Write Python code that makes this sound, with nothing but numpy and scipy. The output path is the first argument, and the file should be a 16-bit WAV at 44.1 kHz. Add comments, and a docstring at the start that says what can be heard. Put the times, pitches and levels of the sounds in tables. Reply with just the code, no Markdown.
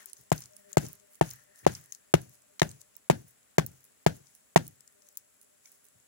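"""Driving a stake in the woods

A split log knocks a thin wooden stake into sandy ground, ten blows close to a pair of microphones.
Each blow rings the log and the stake, thuds into the soil and throws up sand that rains back down.
The log clicks on the stake, sleeves rustle, grit ticks. Behind lie the hush of the woods, the faint wing
drone of an insect and the microphones' own hiss. The recorder's gain control ducks the loud moments."""
import sys
import numpy as np
from scipy import signal
from scipy.fft import rfft, irfft, next_fast_len
from scipy.io import wavfile
from scipy.ndimage import uniform_filter1d, minimum_filter1d, map_coordinates

SR = 44100
rng = np.random.default_rng(int(sys.argv[2]) if len(sys.argv) > 2 else 0)


def log_audio(samples):
    """Write samples as a 16-bit WAV file to the path given in sys.argv[1]."""
    # one column per channel
    frames = np.atleast_2d(samples).T
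    # limit to full scale, then quantise
    limited = np.clip(frames, -1, 1)
    pcm = np.round(limited * 32767).astype(np.int16)
    wavfile.write(sys.argv[1], SR, pcm)


N = 267687
LEFT_LAG_S = .00096  # the stake stands nearer the right microphone


def amp(db):
    """Decibels to gain."""
    return 10 ** (np.asarray(db) / 20)


def unit(x):
    """x scaled to rms 1."""
    return x / np.sqrt(np.mean(x ** 2) + 1e-20)


def along(points, hz, column=1):
    """One column of (Hz, value, ..) rows, interpolated on a log frequency axis."""
    rows = np.array(points)
    return np.interp(np.log(hz + 1), np.log(rows[:, 0] + 1), rows[:, column])


def wobble(rate):
    """A smooth random curve with `rate` knots a second."""
    return map_coordinates(rng.standard_normal(int(N * rate / SR) + 4), [np.arange(N) * rate / SR])


def filtered(x, response):
    """x through a gain given as a function of frequency."""
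    n = x.shape[-1]
    padded = next_fast_len(n + 2048)
    return irfft(rfft(x, padded) * response(np.fft.rfftfreq(padded, 1 / SR)), padded)[..., :n]


def band(hz, centre_hz, octaves):
    """Bell-shaped gain on a log frequency axis."""
    return np.exp(-.5 * (np.log2((hz + 1) / centre_hz) / octaves) ** 2)


def swell(peak_s, rise_s, fall_s):
    """Rises as a bell to its peak, then fades exponentially."""
    t = np.arange(N) / SR - peak_s
    return np.where(t < 0, np.exp(-(t / rise_s) ** 2), np.exp(-np.abs(t) / fall_s))


def ring(modes, t, pitch, spread=.0091):
    """Dying sines; grip and point of contact shift each one a little from strike to strike."""
    return sum(amp(db + rng.normal(0, 2) - 60 * t / t60)
               * np.sin(2 * np.pi * hz * pitch * rng.normal(1, spread) * t) for hz, db, t60 in modes)


def place(out, sound, start_s, pan_db):
    """Adds a near sound, right microphone first; pan_db is left over right."""
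    for channel, (side, lag_s) in enumerate([(.5, LEFT_LAG_S), (-.5, 0)]):
        at = round((start_s + lag_s) * SR)
        arriving = sound[channel] if sound.ndim == 2 else sound
        out[channel, at:at + len(arriving)] += amp(side * pan_db) * arriving


def at_both_mics(sound, left_db, right_db):
    """One continuous sound at both microphones, a little later on the left."""
    return np.array([amp(left_db) * np.roll(sound, round(LEFT_LAG_S * SR)), amp(right_db) * sound])


# Treble colour of the microphone ports. Each row: frequency in Hz, gain in dB.
PORT_COLOUR = [(1760, -38), (3000, -13.5), (3270, -17), (3780, -10), (4160, -9.5), (6570, 2), (8910, -7.5),
               (10400, -3), (13400, -16.5), (15100, -7.5), (16000, -8.5), (17000, -32)]
def port_gain(hz):
    """The peaks and dips that the ports put on the treble."""
    return amp(along(PORT_COLOUR, hz))


# How hush, hiss and rustle lean across the pair. 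Each row: frequency in Hz, left over right in dB.
NOISE_BALANCE = [(60, -1), (99, 1.5), (160, 7.5), (270, -2), (450, -2.5), (740, 2), (1220, 4), (2010, 5.5),
                 (3330, 5), (5500, 6), (9080, 3.5), (15000, -12.5)]
def balance(hz, points=NOISE_BALANCE):
    """Gains of the left and right microphone at each frequency."""
    return amp(np.outer([.5, -.5], along(points, hz)))


def noise_bed(spectrum, db, waver_db, waver_hz):
    """Nearly steady noise, unrelated in the two channels."""
    gain = amp(db + waver_db * wobble(waver_hz))
    noise = rng.standard_normal((2, N))
    return gain * unit(filtered(noise, lambda hz: amp(along(spectrum, hz)) * balance(hz) * (hz < 16000)))


# Steady high hiss of the microphones. Each row: frequency in Hz, relative noise density in dB.
MIC_HISS_SPECTRUM = [(3240, -42), (5500, -15), (6040, -15), (6770, -7.5), (8210, -5), (9290, -23),
                     (10600, -2.5), (12400, -24), (15100, -12.5), (17000, -38.5)]
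def mic_hiss():
    """The microphones' self-noise."""
    return noise_bed(MIC_HISS_SPECTRUM, db=-67.5, waver_db=.4, waver_hz=1.6)


# The woods all around. Each row: frequency in Hz, relative noise density in dB.
HUSH_SPECTRUM = [(24, 21), (45, 8), (90, -3.5), (173, -5.5), (261, -1), (355, -9.5), (402, -5.5),
                 (607, -4.5), (879, -9.5), (1470, -6.5), (5500, -15), (7150, -47.5), (12100, -120)]
def woods():
    """A low, even hush."""
    return noise_bed(HUSH_SPECTRUM, db=-63.5, waver_db=.55, waver_hz=1)


# An insect in the background. Each row: multiple of the wing beat, relative level in dB,
# group (0 low, 1 high).
WING_HARMONICS = [(1, -12, 0), (2, -4, 0), (3, 0, 0), (7, -11, 1), (8, -6, 1), (9, -1.5, 1), (10, -9, 1)]
# Its drone comes and goes. Each row: time in seconds, levels of the low and the high group in dB.
DRONE_LEVELS = [(0, -67, -62.5), (.12, -78, -83.5), (.45, -79, -89), (.58, -75, -83.5), (.72, -69.5, -68),
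                (.95, -72, -94), (1.1, -81, -87.5), (1.37, -79.5, -67.5), (1.48, -81.5, -79.5),
                (1.6, -76.5, -69), (1.85, -84, -76), (2.2, -84.5, -90), (2.5, -80.5, -90),
                (3.3, -85.5, -88.5), (3.7, -91.5, -90), (4.0, -83.5, -87.5), (4.5, -88, -96.5),
                (4.88, -79, -81), (5.2, -82, -101), (6.07, -85, -96)]
def insect(wing_hz=200.9):
    """Harmonics of the wing beat; the low ones waver, the high ones flutter into a blur."""
    times, *groups = np.transpose(DRONE_LEVELS)
    group_db = [np.interp(np.arange(N) / SR, times, levels) for levels in groups]
    phase = 2 * np.pi * np.cumsum(wing_hz * (1 + .016 * wobble(32))) / SR
    drone = np.zeros(N)
    for multiple, db, group in WING_HARMONICS:
        flutter = unit(wobble(170 if group else 22))
        drone += amp(db + group_db[group]) * flutter * np.sin(multiple * phase)
    return at_both_mics(drone, left_db=9.5, right_db=1.5)


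# Soft bumps in the soil nearby. Each row: peak time in seconds, level in dB.
SOIL_BUMPS = [(0.2, -66.5), (0.84, -39), (1.64, -54), (5.96, -72.5)]
def soil_rumble(fade_s=.11):
    """Low noise from the ground, after each blow and at each soft bump."""
    t = np.arange(N) / SR
    after_blows = sum(amp(db + thud_db - 24) * np.exp(-((t - s) / fade_s) ** 2) * (t > s + .02)
                      for s, db, thud_db, *_ in LOG_BLOWS)
    bumps = sum(amp(db) * swell(s, rise_s=.012, fall_s=.024) for s, db in SOIL_BUMPS)
    colour = lambda hz: band(hz, 130, .34) + .44 * band(hz, 70, .5) + .23 * band(hz, 350, .61)
    soil = unit(filtered(rng.standard_normal(N), colour))
    return (after_blows + bumps) * at_both_mics(soil, left_db=4.5, right_db=.9)


# Sleeves brushing near the microphones. Each row: peak time in seconds, levels of rasp, hiss and
# swish in dB, time to rise and to fall in seconds.
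SLEEVE_BRUSHES = [(0.01, -61.5, -65, -60.5, 0.066), (0.1, -61.5, -68.5, -79, .03),
                  (0.201, -64.5, -66.5, -90, .04), (0.59, -70, -66, -74, .04), (0.72, -63, -66, -65, .03),
                  (1.144, -71.5, -62.5, -73, 0.04), (1.402, -71.5, -74.5, -79.5, 0.033),
                  (1.595, -62.5, -60, -70, 0.036), (1.655, -67, -72.5, -52.5, .012),
                  (1.938, -58.5, -62.5, -81, .03), (2.337, -69, -72.5, -92, .04),
                  (2.814, -63, -69.5, -82.5, 0.018), (2.972, -69.5, -69.5, -74, 0.018),
                  (3.288, -72, -64, -91, 0.027), (3.775, -72.5, -73, -84, .03),
                  (3.863, -77, -67.5, -93.5, 0.026), (4.286, -67.5, -74, -88, .04),
                  (4.362, -70, -66, -90, 0.022), (5.076, -70.5, -74.5, -86, .05),
                  (5.182, -63, -64, -74, 0.019), (5.428, -82.5, -61, -84, .012),
                  (5.678, -65.5, -66.5, -74, .04), (5.749, -73, -69, -84, .04),
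                  (5.854, -80.5, -64, -86, .012)]
def rustle_gains():
    """Gains of rasp, hiss and swish as sleeves brush and thrown sand rains down after each blow."""
    t = np.arange(N) / SR
    sand = sum(amp(sand_db) * (t > s) * swell(s + .09, rise_s=.15, fall_s=.05)
               for s, *_, sand_db in LOG_BLOWS)
    cloth = sum(amp(levels_db)[:, None] * swell(s, half_s, half_s)
                for s, *levels_db, half_s in SLEEVE_BRUSHES)
    return cloth + amp([[0], [-3], [-5]]) * sand  # sand is mostly rasp


def rustle():
    """Cloth and sand: three bands of noise broken into grains of uneven size."""
    rasp_gain, hiss_gain, swish_gain = rustle_gains()
    grains = unit(amp(.5 * wobble(300) + .67 * wobble(45)))
    def layer(colour):
        return unit(filtered(grains * rng.standard_normal((2, N)), lambda hz: colour(hz) * balance(hz)))
    rasp = layer(lambda hz: port_gain(hz) * band(hz, 6100, 1))
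    hiss = layer(lambda hz: port_gain(hz) * (hz > 9000) * (hz < 16000))
    swish = layer(lambda hz: band(hz, 1600, 1))
    return rasp_gain * rasp + hiss_gain * hiss + swish_gain * swish


def fine_grit(count=140):
    """Rows for clicks(): small grains that fall more often and louder while cloth and sand move."""
    rasp_gain, hiss_gain, _ = rustle_gains()
    activity = rasp_gain + hiss_gain + amp(-68.5)
    when, size, side, pitch = rng.random((count, 4)).T
    at = np.minimum(np.searchsorted(np.cumsum(activity), when * activity.sum()), N - 1)
    activity_db = 20 * np.log10(activity[at] / np.median(activity))
    level_db = -56 + .6 * activity_db + 9 * size ** 2
    return zip(at / SR + .001, level_db, 24 * (side - .5), 6000 * 2.6 ** pitch)


# Sharp close clicks: the log tapping or rebounding on the stake, and ticks of grit. Each row: start in
# seconds, level in dB, left over right in dB, centre frequency in Hz.
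CLOSE_CLICKS = [(0.0578, -31.5, 22, 15300), (0.0288, -42.5, 4, 7300), (0.0974, -41, 5, 9000),
                (0.1324, -27.5, -11, 9650), (0.3022, -43, 4, 6700), (0.3243, -4.5, 11, 7530),
                (0.3262, -9.5, 4.5, 12700), (0.379, -27.5, 1, 5700), (0.405, -30, -8, 15200),
                (0.421, -35, -3, 5700), (0.438, -37, 4, 7210), (0.4574, -38, 2, 7800),
                (0.566, -38, -10, 10200), (0.7292, -24, 14.5, 7100), (0.7797, -4.5, 7.5, 7800),
                (0.8647, -31, 4, 6160), (0.8856, -33, -10, 14500), (0.9216, -46, -4, 10100),
                (0.9307, -33.5, -9, 15500), (0.998, -47, 10, 7490), (1.1545, -42, -6, 10500),
                (1.262, -40.5, 3, 6700), (1.3056, -28, -5, 15300), (1.3104, -23.5, 5, 5940),
                (1.3347, -33.5, 1, 14500), (1.36, -42, -7, 15500), (1.558, -45.5, 3, 7900),
                (1.59, -46.5, 6, 7600), (1.712, -43, 5, 6430), (1.7512, -22.5, -1, 5900),
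                (1.812, -47, -10, 15600), (1.8392, -43.5, 7, 8250), (1.859, -42.5, -4, 10500),
                (1.922, -20.5, 14, 6300), (1.9482, -37.5, 17, 7140), (2.217, -40, -10, 11230),
                (2.5947, -20, 0.5, 3400), (2.5962, -14.5, 4, 2900), (2.6914, -35, 4, 7200),
                (2.7142, -35, -2, 7740), (2.8145, -45, 23.5, 7700), (2.966, -34.5, -16, 15400),
                (3.2844, -50, -10.5, 15430), (3.6638, -13.5, -4, 15400), (3.717, -47, -7, 10500),
                (3.851, -47, 0, 10500), (4.166, -44, -7, 12500), (4.2687, -47, 13.5, 6025),
                (4.351, -48, -21, 10640), (4.667, -35.5, -1.5, 7660), (4.6787, -28.5, -3, 14450),
                (4.8063, -44.5, 15, 7650), (4.8763, -43.5, 9, 7800), (5.02, -49, 9.5, 5800),
                (5.068, -52, 8, 7200), (5.0868, -48, 8, 6670), (5.1718, -16.5, 13.5, 15040),
                (5.414, -43.5, -5, 10700), (5.657, -37.5, -3, 5880), (5.7187, -44, -7, 15400),
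                (5.8526, -51, -16, 10400), (5.866, -50, -11, 15000), (5.8855, -49, -9, 10120)]
def clicks(t60_s=.0083, wash_t60_s=.029):
    """Each brief contact gives a burst of noise around its own pitch, with a faint wash after it."""
    out, t = np.zeros((2, N + SR)), np.arange(SR // 10) / SR
    envelope = (1 - np.exp(-t / .0003)) * (amp(-60 * t / t60_s) + amp(-20 - 60 * t / wash_t60_s))
    for start_s, db, pan_db, centre_hz in [*CLOSE_CLICKS, *fine_grit()]:
        octaves = .11 * max(7000 / centre_hz, 1) ** 2.6  # lower clicks sound broader
        def colour(hz):
            peak = band(hz, centre_hz, octaves) + .53 * band(hz, centre_hz, .99)
            return peak * port_gain(np.maximum(hz, 3500)) ** .4
        burst = unit(filtered(rng.standard_normal(len(t)), colour))
        place(out, amp(db - 1) * envelope * burst, start_s - .0004, pan_db)
    return out[:, :N]


# A dry twig. 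Each row: frequency in Hz, relative level in dB, time to fall 60 dB in seconds.
TWIG_MODES = [(2270, 0, 0.028), (3280, -12, 0.014)]
# Its faint snaps nearby. Each row: start in seconds, level in dB, left over right in dB.
TWIG_SNAPS = [(5.655, -58, 1), (5.6699, -63, 4)]
def twig():
    """A dry twig rings briefly each time it snaps."""
    out, t = np.zeros((2, N + SR)), np.arange(SR // 10) / SR
    for start_s, db, pan_db in TWIG_SNAPS:
        place(out, amp(db + 3.5) * ring(TWIG_MODES, t, pitch=1), start_s, pan_db)
    return out[:, :N]


# Ground and trees around the stake answer a blow. Each row: frequency in Hz, relative level in dB,
# time to fall 60 dB in seconds.
ECHO_SPECTRUM = [(59.6, -32, 0.16), (140, -19.5, 0.23), (296.9, -15.5, 0.11), (720, -25, 0.13),
                 (1170, -33, 0.09), (1570, -27, 0.13), (2220, -32.5, .1), (4000, -37.5, 0.12),
                 (12000, -43, 0.089)]
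def woodland_echo(t):
    """Scattered sound: stereo noise in which each frequency dies at its own speed."""
    noise = rng.standard_normal((2, len(t)))
    hz, frame_s, spectra = signal.stft(noise, SR, nperseg=512, noverlap=448)
    spectra[1] = np.where(hz[:, None] < 450, spectra[0], spectra[1])  # both microphones share the bass
    t60_s = along(ECHO_SPECTRUM, hz, column=2)[:, None]
    fade_db = along(ECHO_SPECTRUM, hz)[:, None] - 60 * frame_s / t60_s
    _, echo = signal.istft(spectra * amp(fade_db), SR, nperseg=512, noverlap=448)
    return (1 - np.exp(-t / .002)) * echo[:, :len(t)]


# The crack and its grit across the pair. Each row: frequency in Hz, left over right in dB.
CRACK_BALANCE = [(1000, 13.5), (6000, -0.5), (9000, 3), (15000, -10)]
def crack(t, crack_db, sinking, blow_index):
    """Fibres crush at contact, then bark and grit chatter until the stake stops sinking."""
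    crush = amp(crack_db + 3 - 60 * t / .013)
    roughness = amp(4.5 * wobble(500)[:len(t)])
    chatter = amp(-29.5 - 60 * t / .25) * roughness * sinking
    top_db = 1 - .23 * blow_index  # the top treble dulls as the fibres flatten
    def colour(hz):
        body = band(hz, 1500, 1) + .5 * port_gain(hz)
        return body * balance(hz, CRACK_BALANCE) * amp(top_db * (hz > 9000))
    common, left, right = rng.standard_normal((3, len(t)))
    return (crush + chatter) * unit(filtered(common + 6.6 * np.array([left, right]), colour))


# What rings at a blow. Each row: frequency in Hz before the blow's pitch factor, relative level in dB,
# time to fall 60 dB in seconds.
THUD_MODES = [(81, -38, 0.022), (163.7, 3.5, 0.064), (134, -31, 0.38)]  # the stake bouncing in the soil
STAKE_MODES = [(359, 3, 0.023), (380, -5, 0.0083)]  # the stake bending
KNOCK_MODES = [(490, 6.5, 0.0099), (608, 4, 0.016)]  # the log's lowest modes
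TOCK_MODES = [(757, -0.5, 0.024), (840, -8.5, 0.036)]  # its middle modes
CLACK_MODES = [(1250, -7, .008), (1640, -1, .02), (2000, -2, .011), (2530, -4, .011), (3200, -2, .008)]  # its highest modes
# Ten blows, close to the microphones. Each row: start in seconds, level in dB, trims of thud, stake,
# tock, clack and crack in dB, left over right in dB, pitch factor of the log, level of the sand in dB.
LOG_BLOWS = [(0.317, -17.5, -12.5, -22, -9.5, -21.5, -14.5, 4.5, 1.063, -54.5),
             (0.77, -17, -10.5, -5, -4, -13, -8.5, 3.5, 0.99, -51),
             (1.211, -18, -10.5, -7.5, 1.5, -10, -17, 2, 1.05, -54),
             (1.665, -14, -11.5, -11, -2.5, -25, -14.5, 2.5, 0.92, -53),
             (2.139, -11, -13, -7.5, -14.5, -26, -9, 2, 0.98, -62.5),
             (2.617, -15.5, -10, -11, -7, -6, -9.5, 2, 1.03, -59),
             (3.099, -12, -11, -9, -2.5, -17, -12, 0.5, 1.01, -63.5),
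             (3.582, -13, -10, -10, -10.5, -14.5, -9, 2, 0.99, -61.5),
             (4.063, -14.5, -9, -11, -8.5, -9.5, -12, 2.5, 1.05, -61),
             (4.56, -5.5, -17.5, -14.5, -3, -9, -17.5, -1, 1.08, -60)]
def blows():
    """The log lands on the stake: log, stake and soil ring together and the woods answer."""
    out, t = np.zeros((2, N + SR)), np.arange(SR // 2) / SR
    facing = amp([[2.2], [-2.2]])  # shorter waves favour the left microphone, which faces the log
    landing = 1 - np.exp(-t / .0005)
    sinking = np.exp(-(t / .017) ** 5)  # the stake slides for a moment, then the soil grips it
    for index, blow in enumerate(LOG_BLOWS):
        start_s, db, thud_db, stake_db, tock_db, clack_db, crack_db, pan_db, log_pitch, _ = blow
        ground_pitch = .92 + .007 * index  # rises as the stake goes deeper
        tock = amp(tock_db - 10) * ring(TOCK_MODES, t, log_pitch, spread=.058)
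        clack = amp(clack_db + 1) * ring(CLACK_MODES, t, log_pitch, spread=.054)
        log = ring(KNOCK_MODES, t, log_pitch) + facing * (tock + clack)
        stake = amp(stake_db + 5) * ring(STAKE_MODES, t, ground_pitch)
        thud = amp(thud_db - 1) * (.27 + sinking) * facing ** -.4 * ring(THUD_MODES, t, ground_pitch)
        # the stake moves away as the log lands, so it starts in opposite sign
        impact = log - (stake + thud) + crack(t, crack_db, sinking, index)
        place(out, amp(db + 27.5) * landing * impact, start_s - .0001, pan_db + 1.2)
        place(out, amp(db + thud_db + 36) * woodland_echo(t), start_s, pan_db=2.5)
    return out[:, :N]


def scene():
    """Everything that reaches the two microphones, and their own hiss."""
    return blows() + clicks() + twig() + rustle() + soil_rumble() + woods() + mic_hiss() + insect()


def record(dry, threshold_db=-32, duck_share=.42, top_hz=16500):
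    """The recorder: bass cut, look-ahead gain control, second bass cut, rounded peaks, band limit."""
    cut = signal.sosfilt(signal.butter(4, 66, "highpass", fs=SR, output="sos"), dry)
    excess_db = np.maximum(20 * np.log10(np.abs(cut).max(0) + 1e-9) - threshold_db, 0)
    ahead, hold, glide = round(.009 * SR), round(.004 * SR), round(.003 * SR)
    wanted_db = np.pad(-duck_share * excess_db, (hold, ahead))
    gain_db = minimum_filter1d(wanted_db, ahead + hold)[hold + (ahead - hold) // 2:][:N]
    ducked = cut * amp(uniform_filter1d(gain_db, glide))
    trimmed = signal.sosfilt(signal.butter(2, 62, "highpass", fs=SR, output="sos"), ducked)
    rounded = trimmed / (1 + np.abs(trimmed) ** 6) ** (1 / 6)
    return filtered(rounded, lambda hz: 1 / (1 + (hz / top_hz) ** 100))


dry = scene()
out = record(dry)
log_audio(out)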